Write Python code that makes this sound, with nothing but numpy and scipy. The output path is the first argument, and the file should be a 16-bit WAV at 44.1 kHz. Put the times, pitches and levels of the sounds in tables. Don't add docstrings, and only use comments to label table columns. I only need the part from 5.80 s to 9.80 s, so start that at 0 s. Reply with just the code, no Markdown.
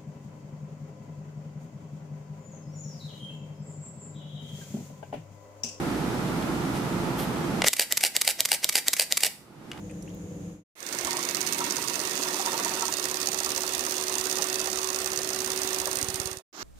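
import sys
import numpy as np
from scipy import signal
from scipy.fft import rfft, irfft
from scipy.io import wavfile
from scipy.ndimage import uniform_filter1d, minimum_filter1d

SR = 44100
rng = np.random.default_rng(int(sys.argv[2]) if len(sys.argv) > 2 else 0)


def waveform_to_disk(signal):
    frames = np.transpose(np.atleast_2d(signal))
    scaled = np.clip(frames, -1, 1) * 32767
    samples = np.round(scaled).astype(np.int16)
    wavfile.write(sys.argv[1], SR, samples)


N = 176400

# frequency in Hz, level in dB.
FAN_HUM = [(60, -52.5), (119, -46), (152, -45), (255, -49.5), (343, -42.5), (521, -52.5), (862, -52)]
# centre in seconds, half-width in seconds, rub level in dB, hiss level in dB.
FINGER_RUBS = [(0.966, 0.026, -41.5, -60), (1.394, 0.015, -38, -42.5), (1.428, 0.028, -40, -47)]
# centre in seconds, half-width in seconds, level in dB.
GRIP_BUMPS = [(.74, .03, -36), (3.846, 0.0055, -33), (3.9, 0.021, -32)]
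# frequency in Hz, gain in dB, T60 in seconds.
BODY_MODES = [(550, -11.5, 0.016), (820, -25, 0.033), (1582, -12.5, 0.055), (2010, -2.5, 0.014),
              (2266, -5.5, 0.028), (2836, -4.5, 0.031), (3820, -6, 0.02), (4690, -1, 0.014),
              (5550, -17, 0.025), (7450, -7, 0.021), (8800, -8.5, 0.035), (10170, -4.5, 0.035),
              (11250, 0, 0.026)]
# start in seconds, energy in dB, T60 in seconds, ring in Hz,
# ring-to-tick amplitude ratio.
RELEASE_CLICKS = [(.625, -18, .04, 3350, 0.53), (1.8190, 4, 0.016, 735, 0.6),
                  (1.8202, 4.5, .018, 2730, 0.28), (1.8404, 2, 0.033, 10100, 0.34),
                  (1.8437, 8.5, 0.028, 550, 0.77), (3.916, -0.5, 0.035, 2900, 1.2),
                  (3.932, -11, 0.034, 2290, 0.73), (3.976, -13.5, 0.04, 3030, 0.42)]
# first curtain, second curtain and mirror drop times in seconds, level in dB.
FRAME_TIMES = [(1.8833, 1.9328, 1.9951, 0), (2.1238, 2.1732, 2.2367, 0), (2.3652, 2.4147, 2.4767, 0),
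               (2.6053, 2.6532, 2.7167, 0), (2.8441, 2.8919, 2.9546, -1), (3.0828, 3.1335, 3.1961, 0),
               (3.3236, 3.3725, 3.4346, 0)]
# delay in seconds, energy in dB, T60 in seconds.
FIRST_CURTAIN_HITS = [(0, 9.5, 0.0071), (.002, -17, 0.044), (.0065, -13, 0.012)]
SECOND_CURTAIN_HITS = [(-.0068, -14.5, 0.026), (-.002, -1, 0.016), (-.0002, 1, 0.0085), (.003, 3.5, 0.008),
                       (.0058, -6, 0.0044)]
MIRROR_UP_HITS = [(-.0142, -11, .025), (-.0073, -15.5, .014)]
MIRROR_DOWN_HITS = [(0, 5.5, 0.0064), (.0015, 8, 0.0072), (.0128, 3.5, 0.0098), (.0206, -2, 0.016),
                    (.027, -21, 0.075)]
PAWL_HITS = [(-.0268, -8, .011)]
# delay in seconds, energy in dB, frequency in Hz.
CURTAIN_BRAKES = [(.0066, -13, 620), (0.00425, -21, 470)]
# delay in seconds, level in dB.
LEVER_ENVELOPE = [(-.035, -56), (-.018, -39.5), (-.013, -35), (-.008, -28.5), (-.001, -29.5), (0.011, -37),
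                  (0.02, -59), (.05, -61)]
MOTOR_ENVELOPE = [(-.03, -28), (-.018, -39), (-.005, -31), (.003, -22.5), (.01, -32), (.021, -26),
                  (0.031, -22), (0.036, -29), (0.044, -32.5), (0.06, -53), (0.092, -52)]
# frequency in Hz, relative level in dB.
FAN_SPECTRUM = [(25, -18), (45, -18.5), (60, -10.5), (80, -6.5), (100, -12.5), (125, -3.5), (160, 1),
                (230, -0.5), (320, -2.5), (400, -7), (560, -12.5), (860, -11.5), (1100, -16), (1330, -14.5),
                (1550, -20), (2600, -26.5), (7900, -34.5), (13000, -38.5), (15000, -44.5)]
ROOM_SPECTRUM = [(150, 0), (600, 2.5), (1200, 6), (3000, -0.5), (8000, 0), (15000, 1.5)]
RUB_SPECTRUM = [(1000, 4), (2800, 3), (3500, 3), (4000, -3), (4500, 2.5), (7000, -7.5), (10000, -1.5),
                (15000, -24)]
HISS_SPECTRUM = [(9000, -20), (12700, 10), (13800, 1), (15000, -31)]
BUMP_SPECTRUM = [(60, -18), (150, -3), (300, 10), (600, -20), (2000, -36)]
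CLICK_SPECTRUM = [(200, 0), (600, -6), (1300, 0), (2100, 3.5), (3000, 2), (4500, -5), (8000, -8),
                  (15000, -29)]
LIFT_SPECTRUM = [(150, -15.5), (600, 2), (1100, -6), (1650, 0), (1950, 8), (2300, 0.5), (4100, -1),
                 (4650, -1), (5600, 2), (8000, -0.5), (14000, -7), (15500, -20)]
MOTOR_SPECTRUM = [(120, -57), (273, -19.5), (554, -4.5), (842, -9.5), (1090, -20), (1480, -9.5), (1800, -3),
                  (2290, -1), (3360, -4.5), (4500, -3.5), (5500, -1), (7090, -3.5), (7760, 0.5),
                  (14200, -8), (15500, -15)]
MIRROR_SPECTRUM = [(90, -53), (200, -17), (330, -6.5), (480, 0), (800, 5), (1120, -16.5), (1550, -2.5),
                   (2100, -1.5), (2850, 5.5), (3300, -2), (4800, 6.5), (5600, -3.5), (8700, 3.5),
                   (12300, -10), (13700, -1.5), (15000, -7)]
FIRST_CURTAIN_SPECTRUM = [(180, -26), (300, -40), (1200, -16.5), (2000, -7), (3810, 3.5), (6680, -0.5),
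                          (7620, 6), (8840, -4), (11500, -3), (12300, -13), (14000, 4.5), (15500, -26)]
SECOND_CURTAIN_SPECTRUM = [(180, -23), (300, -23), (1240, -5), (1460, -9.5), (2320, 0), (3230, -3.5),
                           (4420, -1), (6150, 0.5), (7020, 1), (9290, -2), (13100, -4), (15500, -13)]
# frequency in Hz, side gain in dB.
FAN_WIDTH = [(60, -10), (110, -7), (200, -15.5), (380, -6.5), (700, -5.5), (1290, -2), (2380, 1.5),
             (4400, -1), (8120, -0.5), (15000, -5)]
ROOM_WIDTH = [(300, -37), (1300, -8.5), (2400, -0.5), (12000, 1)]
CAMERA_WIDTH = [(400, -39), (900, -24), (1450, -12), (2050, -12), (2700, -14), (3500, -15.5), (5000, -8),
                (7500, -8.5), (11000, -2.5), (14000, 3.5)]
# frequency in Hz, left over right in dB.
FAN_PAN = [(60, -4), (110, -2.5), (200, -4), (380, -2.5), (700, -2.5), (1290, -2.5), (2380, -1.5),
           (4400, 0.5), (8120, -0.5), (15000, -1)]
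CAMERA_PAN = [(500, -1.5), (2200, 0.5), (5000, 0.5), (8000, -0.5), (11000, -6), (15000, -3.5)]


def undb(db):
    return 10 ** (np.asarray(db) / 20)


def unit(x):
    return x / np.sqrt(np.sum(x ** 2, axis=-1, keepdims=True))


def add(out, start_s, x):
    i = int(start_s * SR)
    out[..., i:i + x.shape[-1]] += x[..., :N - i]


def gains(curve, size):
    hz, db = np.array(curve, float).T
    bin_hz = np.arange(size // 2 + 1) * SR / size
    return undb(np.interp(np.log(bin_hz + 1), np.log(hz), db))


def convolve(x, response):
    return signal.fftconvolve(x, np.atleast_2d(response), axes=-1)[:, :N]


def colour(x, spectrum, size=2048):
    cepstrum = irfft(np.log(gains(spectrum, size)))
    cepstrum[1:size // 2] *= 2
    cepstrum[size // 2 + 1:] = 0
    response = irfft(np.exp(rfft(cepstrum)))
    return convolve(x, unit(response))


def stereo(x, width, pan):
    mid, side = rfft(x[0]), rfft(x[1]) * gains(width, N)
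    lean = gains(pan, N)
    return irfft(np.array([(mid + side) * lean, mid - side]) * 2 / (1 + lean), N)


def decay(t60_s, size):
    return np.exp(-np.log(1000) * np.arange(size) / SR / t60_s)


def mode(hz, t60_s, size=4096):
    return decay(t60_s, size) * np.exp(2j * np.pi * hz * np.arange(size) / SR)


def crack(noise, t60_s):
    envelope = decay(t60_s, noise.shape[-1])
    phase = np.angle(rfft(noise * envelope))
    return unit(irfft(np.exp(1j * phase)) * np.sqrt(envelope))


def friction(spread_db, grain_s):
    grain_index = (np.arange(N) / SR / grain_s).astype(int)
    catches = undb(spread_db * rng.standard_normal(N)[grain_index])
    return rng.standard_normal((2, N)) * catches / np.sqrt(np.mean(catches ** 2))


def fan(rumble_db=-29.5, wander_hz=2.97):
    t = np.arange(N) / SR
    out = undb(rumble_db) * colour(rng.standard_normal((2, N)), FAN_SPECTRUM, size=16384)
    for hz, db in FAN_HUM:
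        wander = np.interp(t, np.linspace(0, N / SR, 41), rng.standard_normal(41))
        phase = 2 * np.pi * np.cumsum(hz + wander_hz * wander) / SR
        out[0] += np.sqrt(2) * undb(db) * np.sin(phase)
    return stereo(out, FAN_WIDTH, FAN_PAN)


def room(x, level_db=-14, t60_s=0.38, gap_s=0.00215, size=30000):
    tail = rng.standard_normal((2, size)) * decay(t60_s, size) * (np.arange(size) > gap_s * SR)
    reverb = undb(level_db) * colour(convolve(x[:1], unit(tail)), ROOM_SPECTRUM)
    return stereo(reverb, ROOM_WIDTH, CAMERA_PAN)


def skin_swells(touches, spectrum):
    t = np.arange(N) / SR
    envelope = sum(undb(db) * np.exp(-((t - at_s) / width_s) ** 2) for at_s, width_s, db in touches)
    return colour(envelope * friction(spread_db=2, grain_s=.0012), spectrum)


def fingers():
    at_s, width_s, rub_db, hiss_db = zip(*FINGER_RUBS)
    rubs = skin_swells(zip(at_s, width_s, rub_db), RUB_SPECTRUM)
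    hiss = skin_swells(zip(at_s, width_s, hiss_db), HISS_SPECTRUM)
    return rubs + hiss + skin_swells(GRIP_BUMPS, BUMP_SPECTRUM)


def body(x):
    response = sum(undb(db) * 2 * np.log(1000) / (t60_s * SR) * mode(hz, t60_s).real
                   for hz, db, t60_s in BODY_MODES)
    return x + convolve(x, response)


def release(ring_t60_s=0.015, size=2048):
    ticks, rings = np.zeros((2, 2, N))
    for start_s, db, t60_s, ring_hz, ring_ratio in RELEASE_CLICKS:
        add(ticks, start_s, undb(db) * crack(rng.standard_normal((2, size)), t60_s))
        add(rings[:1], start_s, undb(db) * ring_ratio * unit(mode(ring_hz, ring_t60_s).real))
    return colour(ticks, CLICK_SPECTRUM) + rings


def rasp(times_s, curve, spectrum):
    t = np.arange(N) / SR
    delay_s, db = np.array(curve).T
    envelope = sum(undb(np.interp(t - at_s, delay_s, db, left=-np.inf, right=-np.inf)) for at_s in times_s)
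    return colour(envelope * friction(spread_db=3.0, grain_s=0.00088), spectrum)


def strokes(times_s, levels_db, hits, spectrum, variation=0.95, scatter_db=1.1, size=2048):
    out = np.zeros((2, N))
    for delay_s, db, t60_s in hits:
        common = rng.standard_normal((2, size))
        for at_s, frame_db in zip(times_s, levels_db):
            noise = common + variation * rng.standard_normal((2, size))
            gain = undb(db + frame_db + scatter_db * rng.standard_normal())
            add(out, at_s + delay_s, gain * crack(noise, t60_s))
    return colour(out, spectrum)


def motor(drop_s, levels_db):
    pawl = strokes(drop_s, levels_db, PAWL_HITS, SECOND_CURTAIN_SPECTRUM)
    return pawl + rasp(drop_s, MOTOR_ENVELOPE, MOTOR_SPECTRUM)


def mirror(first_s, drop_s, levels_db):
    levers = rasp(first_s, LEVER_ENVELOPE, LIFT_SPECTRUM)
    up = strokes(first_s, levels_db, MIRROR_UP_HITS, LIFT_SPECTRUM)
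    down = strokes(drop_s, levels_db, MIRROR_DOWN_HITS, MIRROR_SPECTRUM)
    return levers + up + down


def curtains(first_s, second_s, levels_db, brake_t60_s=.011):
    out = strokes(first_s, levels_db, FIRST_CURTAIN_HITS, FIRST_CURTAIN_SPECTRUM)
    out += strokes(second_s, levels_db, SECOND_CURTAIN_HITS, SECOND_CURTAIN_SPECTRUM)
    for times_s, (delay_s, db, hz) in zip((first_s, second_s), CURTAIN_BRAKES):
        knock = undb(db) * unit(mode(hz, brake_t60_s).imag)
        for at_s in times_s:
            add(out, at_s + delay_s, knock)
    return out


def burst(gain_db=24):
    first_s, second_s, drop_s, levels_db = np.array(FRAME_TIMES).T
    shutter = curtains(first_s, second_s, levels_db)
    return undb(gain_db) * (shutter + mirror(first_s, drop_s, levels_db) + motor(drop_s, levels_db))


def scene():
    camera = body(burst() + release()) + fingers()
    return stereo(camera, CAMERA_WIDTH, CAMERA_PAN) + room(camera) + fan()


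def record(dry):
    threshold_db, ratio, rise_db_per_s = -23, 5.12, 34.5
    window_s, attack_s, hold_s = 0.0098, 0.002, 0.13
    ceiling, cutoff_hz = .8, 15100
    power = uniform_filter1d(np.mean(dry ** 2, axis=0), int(window_s * SR))
    level_db = 10 * np.log10(np.maximum(power, 1e-12))
    wanted_db = np.minimum(0, threshold_db - level_db) * (1 - 1 / ratio)
    half_hold = int(hold_s * SR / 2)
    held_db = minimum_filter1d(wanted_db, 2 * half_hold + 1, origin=half_hold, mode="nearest")
    ramp_db = rise_db_per_s * np.arange(N) / SR
    slewed_db = np.minimum.accumulate(held_db - ramp_db) + ramp_db
    pole = np.exp(-1 / (attack_s * SR))
    gain = undb(signal.lfilter([1 - pole], [1, -pole], slewed_db))
    lowpass = signal.ellip(8, .2, 70, cutoff_hz, fs=SR, output="sos")
    return signal.sosfilt(lowpass, np.clip(dry * gain, -ceiling, ceiling))


dry = scene()
out = record(dry)
waveform_to_disk(out)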